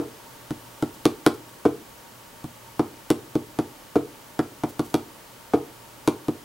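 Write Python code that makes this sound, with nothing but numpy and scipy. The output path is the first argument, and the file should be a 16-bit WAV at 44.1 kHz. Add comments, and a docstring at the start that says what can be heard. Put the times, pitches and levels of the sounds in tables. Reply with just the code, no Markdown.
"""A wooden rubber stamp is dabbed on sheets of paper lying on a table, now and then on its ink pad.
Each blow rings damped modes of the table top or pad; decaying noise bursts make the block's clack
and the paper's snap. Tacky ink peels off the paper in short swells of crackle.
A double early echo and a small room's diffuse tail follow, over quiet steady hum, hiss and a thin whine."""
import sys
import numpy as np
from scipy import signal
from scipy.fft import rfft, irfft
from scipy.io import wavfile

SR = 44100
rng = np.random.default_rng(int(sys.argv[2]) if len(sys.argv) > 2 else 0)


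def output_pcm(signal):
    """Save a mono or channel-first signal as 16-bit PCM at the path in sys.argv[1].

    Samples are clipped to [-1, 1] before scaling.
    """
    pcm = np.clip(np.atleast_2d(signal).T, -1, 1) * 32767
    wavfile.write(sys.argv[1], SR, np.round(pcm).astype(np.int16))


N = 284004
LEAD_SAMPLES, RING_SAMPLES = 4410, 22050  # run-in before time zero; length of one ring

# stamp on paper: start_s, strength_db, edge_knock_db, face_slap_db, clack_pitch_hz
PAPER_TAPS = [(.507, -9.5, -1.5, -0.5, 1250), (0.8249, -3, -1.5, -2.5, 1250), (1.0543, 3.5, 1.5, 4, 1460),
              (1.2636, 4.6, 3.5, 4.5, 1520), (2.442, -16, -1.5, 0, 1400), (2.7942, 0.8, 0.5, -7.5, 1400),
              (3.1031, 2.8, 1, 4.5, 1900), (3.3536, -0.2, -7.5, -5.5, 680), (3.588, -1.33, -1, -1, 1200),
              (4.3912, -0.7, 2.5, -3.5, 1420), (4.6358, -4, 3.5, -4, 967), (4.7941, -2.5, -1, -0.5, 1110),
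              (4.942, .5, 2.5, 5, 870), (6.0758, 2.5, 4, 5, 780), (6.2835, -1.9, -7.5, -8.5, 1350)]
# stamp on ink pad: start_s, strength_db
PAD_TAPS = [(-.016, -4), (1.6528, 1.8), (3.9563, 0.5), (5.5355, 0.6)]
# table top struck through the paper: mode_hz, level_db, t60_s
TABLE_MODES = [(73, -27, .063), (97, -41, .25), (139, -15, .078), (167, -14, .02), (234, -18.5, .13),
               (296, -7, .042), (347, -16, .124), (371, -28, .3), (406, -11, .026), (476, -18, .1),
               (616, -20, .034), (752, -27, .088), (805, -33, .11), (857, -18, .02), (1090, -29, .09),
               (1186, -29, .05), (1280, -39, .09), (1372, -31, .06), (1490, -36, .055)]
# ink pad in its case on the table: mode_hz, level_db, t60_s
PAD_MODES = [(72, -32, .125), (99, -37, .148), (136, -28, .28), (246, -9, .042), (293, -11, .092),
             (331, -18, .2), (389, -1, .02), (437, 0, .033), (472, -9, .119), (654, -20, .062),
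             (682, -27, .2), (738, -17, .04), (890, -24, .042), (1003, -24, .024), (1278, -31, .098),
             (1378, -33, .11), (1509, -31, .053)]
# share of the hardness a mode receives; a slow press favours the bass, a quick blow the middle: hz, share
HARDNESS_SHARE = [(170, -1), (300, 0), (430, 1), (500, 1), (620, 0)]
# share of the overtone level a mode receives: hz, share
OVERTONE_SHARE = [(500, 0), (620, 1)]
# a stronger blow is quicker, so its contact is harder
HARDNESS_DB, HARDNESS_DB_PER_DB = 0.3, 0.62
# the more the wooden edge knocks, the more the table's overtones ring
OVERTONES_DB, OVERTONES_DB_PER_DB = -2, 0.65
# clack and snap of a plain 0 dB blow on paper; both grow with its strength
PAPER_CLACK_DB, PAPER_SNAP_DB = -23.5, -22.5
# the soft pad muffles both
PAD_CLACK_DB, PAD_CLACK_HZ, PAD_SNAP_DB = -27, 637, -37
PAD_HARDNESS_DB, PAD_OVERTONES_DB = 0, 0.5

# wood block colour: hz, relative_level_db
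CLACK_COLOUR = [(400, -27), (700, 9), (1100, 8.5), (1450, 4), (1800, -4), (2300, 0.5), (2700, -10.5),
                (3300, -8), (6000, -15), (16000, -45)]
# paper colour: hz, relative_level_db
SNAP_COLOUR = [(500, -44), (1500, -42), (2400, 0), (3300, 10.5), (5000, 4.5), (7500, 2), (11000, 2),
               (16000, -12)]
# left-right likeness of the contact noises: hz, correlation
CONTACT_LIKENESS = [(500, 0.96), (3000, 0.98), (12000, 0.98)]

# inky rubber peels off the paper: start_s, level_db, time_to_peak_s
PEELS = [(0.938, -52, 0.0072), (1.336, -51, 0.0058), (1.492, -44, 0.00082), (4.686, -45.5, 0.0063),
         (4.842, -49, 0.013), (4.898, -46.5, 0.0042)]
PEEL_CENTRE_HZ = 8000

# reverberation level per octave band: hz, level_db
ROOM_LEVEL = [(70, -19), (150, -8.5), (280, -19), (450, -17), (900, -9.5), (3000, -14), (12000, -13)]
# reverberation time: hz, t60_s
ROOM_T60 = [(100, 0.32), (400, 0.47), (1000, 0.25), (3000, 0.29), (12000, 0.2)]
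# left-right likeness of the reverberation: hz, correlation
ROOM_LIKENESS = [(150, 0.97), (400, 0.9), (1000, 0.77), (3000, 0.78), (12000, 0.77)]

# rumble and hiss colour: hz, relative_level_db
BACKGROUND_COLOUR = [(15, -55), (25, -9.5), (92, -11.5), (123, -4), (149, -9.5), (242, -6), (384, -9.5),
                     (591, -6.5), (714, -12.5), (911, -7), (1020, -12.5), (1230, -11.5), (1940, -15.5),
                     (2990, -18.5), (16000, -23.5)]
BACKGROUND_DB = -46
# left-right likeness of the background: hz, correlation
BACKGROUND_LIKENESS = [(60, 1), (300, 0.66), (1000, 0.4), (3000, 0.36), (14000, 0.86)]
# narrow noise bands: centre_hz, half_width_hz, level_db
HUMS = [(119, 1.7, -60.5), (921, 17, -58), (906, 22, -63.5), (1130, 25, -62), (3020, 200, -63.5)]
WHINE_HZ, WHINE_DB = 15734.5, -68
CUTOFF_HZ = 16100


def from_db(db):
    """Decibels to gain."""
    return 10 ** (np.asarray(db) / 20)


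def at_hz(points, hz):
    """Read a table on a log-frequency axis."""
    known_hz, values = np.transpose(points)
    return np.interp(np.log(np.maximum(hz, 1)), np.log(known_hz), values)


def stereo_noise(size, gain_at, likeness):
    """Noise of rms 1 with a given colour and left-right likeness."""
    hz = np.fft.rfftfreq(size, 1 / SR)
    alike = np.clip(at_hz(likeness, hz), 0, .999)
    mid, side = rfft(rng.standard_normal((2, size))) * gain_at(hz)
    left_right = np.sqrt(1 + alike) * mid + np.sqrt(1 - alike) * side * [[1], [-1]]
    noise = irfft(left_right, size)
    return noise / noise.std()


def coloured(size, spectrum, likeness):
    """Stereo noise of rms 1 that follows a spectrum table."""
    return stereo_noise(size, lambda hz: from_db(at_hz(spectrum, hz)), likeness)


def dying(t60_s):
    """Exponential decay, 60 dB per t60, over the length of one ring."""
    return np.exp(-np.log(1000) * np.arange(RING_SAMPLES) / SR / t60_s)


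def add(track, sound, start_s):
    """Mix a sound into a track that begins LEAD_SAMPLES before time zero."""
    start = LEAD_SAMPLES + round(start_s * SR)
    track[:, start:start + RING_SAMPLES] += sound[:, :track.shape[1] - start]


def paper_blows():
    """Strength sets hardness, clack and snap; edge knock adds overtones and clack, face slap adds snap."""
    blows = []
    for start_s, strength_db, knock_db, slap_db, clack_hz in PAPER_TAPS:
        hardness_db = HARDNESS_DB + HARDNESS_DB_PER_DB * strength_db
        overtones_db = OVERTONES_DB + OVERTONES_DB_PER_DB * knock_db
        clack_db = PAPER_CLACK_DB + strength_db + knock_db
        snap_db = PAPER_SNAP_DB + strength_db + slap_db
        blows.append((start_s, strength_db, hardness_db, overtones_db, clack_db, clack_hz, snap_db))
    return blows


def pad_blows():
    """Dabs on the ink pad are set apart by strength alone."""
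    return [(start_s, strength_db, PAD_HARDNESS_DB, PAD_OVERTONES_DB,
             PAD_CLACK_DB + strength_db, PAD_CLACK_HZ, PAD_SNAP_DB + strength_db)
            for start_s, strength_db in PAD_TAPS]


def taps(blows, modes, scatter_db, clack_t60_s, snap_t60_s, rock_s, rock_db,
         treble_tail_db, treble_tail_t60_s):
    """Support thumps, block clacks, an edge snaps, the face rocks flat; a faint treble room tail follows."""
    out = np.zeros((2, LEAD_SAMPLES + N))
    for start_s, thump_db, hardness_db, overtones_db, clack_db, clack_hz, snap_db in blows:
        body = from_db(thump_db) * thump(modes, hardness_db, overtones_db, scatter_db)
        knock = clack(clack_db, clack_hz, clack_t60_s)
        treble = coloured(RING_SAMPLES, SNAP_COLOUR, CONTACT_LIKENESS)
        treble_tail = from_db(treble_tail_db) * treble * dying(treble_tail_t60_s)
        edge_and_tail = from_db(snap_db) * (snap(snap_t60_s) + treble_tail)
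        add(out, body + knock + edge_and_tail, start_s)
        rock = from_db(snap_db + rock_db) * snap(snap_t60_s)
        add(out, rock, start_s + rock_s * rng.uniform(0.38, 2.2))
    return out


def thump(modes, hardness_db, overtones_db, scatter_db, port_phase_rad=0.071):
    """Damped modes of alternating sign; high ones vary with the spot struck, the right leads in phase."""
    hz, level_db, t60_s = np.transpose(modes)
    upper_db = overtones_db + scatter_db * rng.standard_normal(len(hz))
    mode_db = level_db + hardness_db * at_hz(HARDNESS_SHARE, hz) + upper_db * at_hz(OVERTONE_SHARE, hz)
    gains = from_db(mode_db) * (-1) ** np.arange(len(hz))
    angle = 2 * np.pi * hz[:, None] * np.arange(RING_SAMPLES) / SR
    decay = dying(t60_s[:, None])
    return np.array([gains @ (np.sin(angle + side * port_phase_rad) * decay) for side in (-1, 1)])


def clack(level_db, pitch_hz, t60_s, peak_db=5.5, width_octaves=0.49):
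    """The wood block knocks as decaying noise; the edge that lands first sets its spectral peak."""
    def colour(hz):
        peak = np.exp(-(np.log2((hz + 1) / pitch_hz) / width_octaves) ** 2)
        return from_db(at_hz(CLACK_COLOUR, hz) + peak_db * peak)
    return from_db(level_db) * stereo_noise(RING_SAMPLES, colour, CONTACT_LIKENESS) * dying(t60_s)


def snap(t60_s):
    """The face slaps the paper: a very short burst with a smooth, unpitched spectrum."""
    burst = coloured(RING_SAMPLES, SNAP_COLOUR, CONTACT_LIKENESS) * dying(t60_s)
    magnitude = from_db(at_hz(SNAP_COLOUR, np.fft.rfftfreq(RING_SAMPLES, 1 / SR)))
    # keep the burst's phase, replace its ragged magnitude
    phase = np.angle(rfft(burst))
    smooth = irfft(magnitude * np.exp(1j * phase), RING_SAMPLES) * dying(10 * t60_s)
    return smooth * np.linalg.norm(burst) / np.linalg.norm(smooth)


def peels(grain_db=4.5, width_octaves=3.5):
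    """Tacky ink lets go in a short swell of tiny crackles: broad hiss in grains of random level."""
    out, t_s = np.zeros((2, LEAD_SAMPLES + N)), np.arange(RING_SAMPLES) / SR

    def colour(hz):
        return np.exp(-(np.log2((hz + 1) / PEEL_CENTRE_HZ) / width_octaves) ** 2)

    for start_s, level_db, peak_s in PEELS:
        hiss = stereo_noise(RING_SAMPLES, colour, CONTACT_LIKENESS)
        grain_gains = from_db(grain_db * rng.standard_normal(RING_SAMPLES))
        grains = np.repeat(grain_gains, 20)[:RING_SAMPLES]  # each held 20 samples
        swell = (t_s / peak_s) * np.exp(1 - t_s / peak_s)
        add(out, from_db(level_db) * hiss * grains * swell, start_s)
    return out


def flutter(x, lag_s, first_db, second_db):
    """Sound bounces twice between the table and a hard surface facing it."""
    at = np.arange(x.shape[1])

    def late(delay_s):
        return np.array([np.interp(at - delay_s * SR, at, channel, left=0) for channel in x])

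    return x + from_db(first_db) * late(lag_s) + from_db(second_db) * late(2 * lag_s)


def room(x, build_s):
    """Diffuse tail: octave bands of noise-like reflections build up and die, each at its own rate."""
    response, t_s = 0, np.arange(RING_SAMPLES) / SR
    for hz in 62.5 * 2 ** np.arange(9):
        edges_hz = [hz / np.sqrt(2), min(hz * np.sqrt(2), .45 * SR)]
        band = signal.butter(2, edges_hz, "band", fs=SR, output="sos")
        envelope = dying(at_hz(ROOM_T60, hz)) * (1 - np.exp(-(t_s / build_s) ** 2))
        noise = stereo_noise(RING_SAMPLES, np.ones_like, ROOM_LIKENESS)
        reflections = noise * envelope / np.linalg.norm(envelope)
        response = response + from_db(at_hz(ROOM_LEVEL, hz)) * signal.sosfilt(band, reflections)
    mono = x.mean(axis=0)[None]
    return signal.fftconvolve(mono, response, axes=1)[:, :x.shape[1]]


def background():
    """Room rumble and microphone hiss as coloured noise, hums as narrow noise bands, the whine as a sine."""
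    out = from_db(BACKGROUND_DB) * coloured(N, BACKGROUND_COLOUR, BACKGROUND_LIKENESS)
    for centre_hz, half_width_hz, level_db in HUMS:
        def resonance(hz):
            return 1 / (1 + ((hz - centre_hz) / half_width_hz) ** 2)
        out += from_db(level_db) * stereo_noise(N, resonance, BACKGROUND_LIKENESS)
    whine = np.sqrt(2) * np.sin(2 * np.pi * WHINE_HZ * np.arange(N) / SR)
    return out + from_db(WHINE_DB) * whine


def scene():
    """Taps and peels reach the microphone directly, by early echoes and through the room."""
    paper = taps(paper_blows(), TABLE_MODES, scatter_db=1.6, clack_t60_s=0.04, snap_t60_s=0.0092,
                 rock_s=0.0011, rock_db=-16.5, treble_tail_db=-19, treble_tail_t60_s=0.075)
    pad = taps(pad_blows(), PAD_MODES, scatter_db=1.0, clack_t60_s=0.081, snap_t60_s=0.022,
               rock_s=0.0046, rock_db=-8, treble_tail_db=-9.5, treble_tail_t60_s=0.14)
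    near = flutter(paper + pad + peels(), lag_s=.0097, first_db=-9, second_db=-20)
    # the pad lies further from the microphone, so more of it arrives as reverberation
    tail = room(near + 0.13 * pad, build_s=0.011)
    return (near + tail)[:, LEAD_SAMPLES:] + background()


def limiter(x, threshold_db, ratio):
    """Each new highest peak above the threshold pushes the gain down smoothly; it stays down."""
    peak_db = 20 * np.log10(np.abs(x).max(axis=0) + 1e-9)
    over_db = np.maximum(peak_db - threshold_db, 0)
    held_db = np.maximum.accumulate(ratio * over_db)
    cut_db = signal.lfilter([.002], [1, -.998], held_db)  # 11 ms time constant
    return x * from_db(-cut_db)


def record(dry):
    """Gain is held down after loud taps, the tallest peaks are rounded, the top is cut steeply."""
    levelled = limiter(dry, threshold_db=-4.0, ratio=0.29)
    rounded = levelled / (1 + (levelled / .9) ** 8) ** (1 / 8)
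    low_pass = signal.ellip(12, .1, 80, CUTOFF_HZ, fs=SR, output="sos")
    return signal.sosfilt(low_pass, rounded)


dry = scene()
out = record(dry)
output_pcm(out)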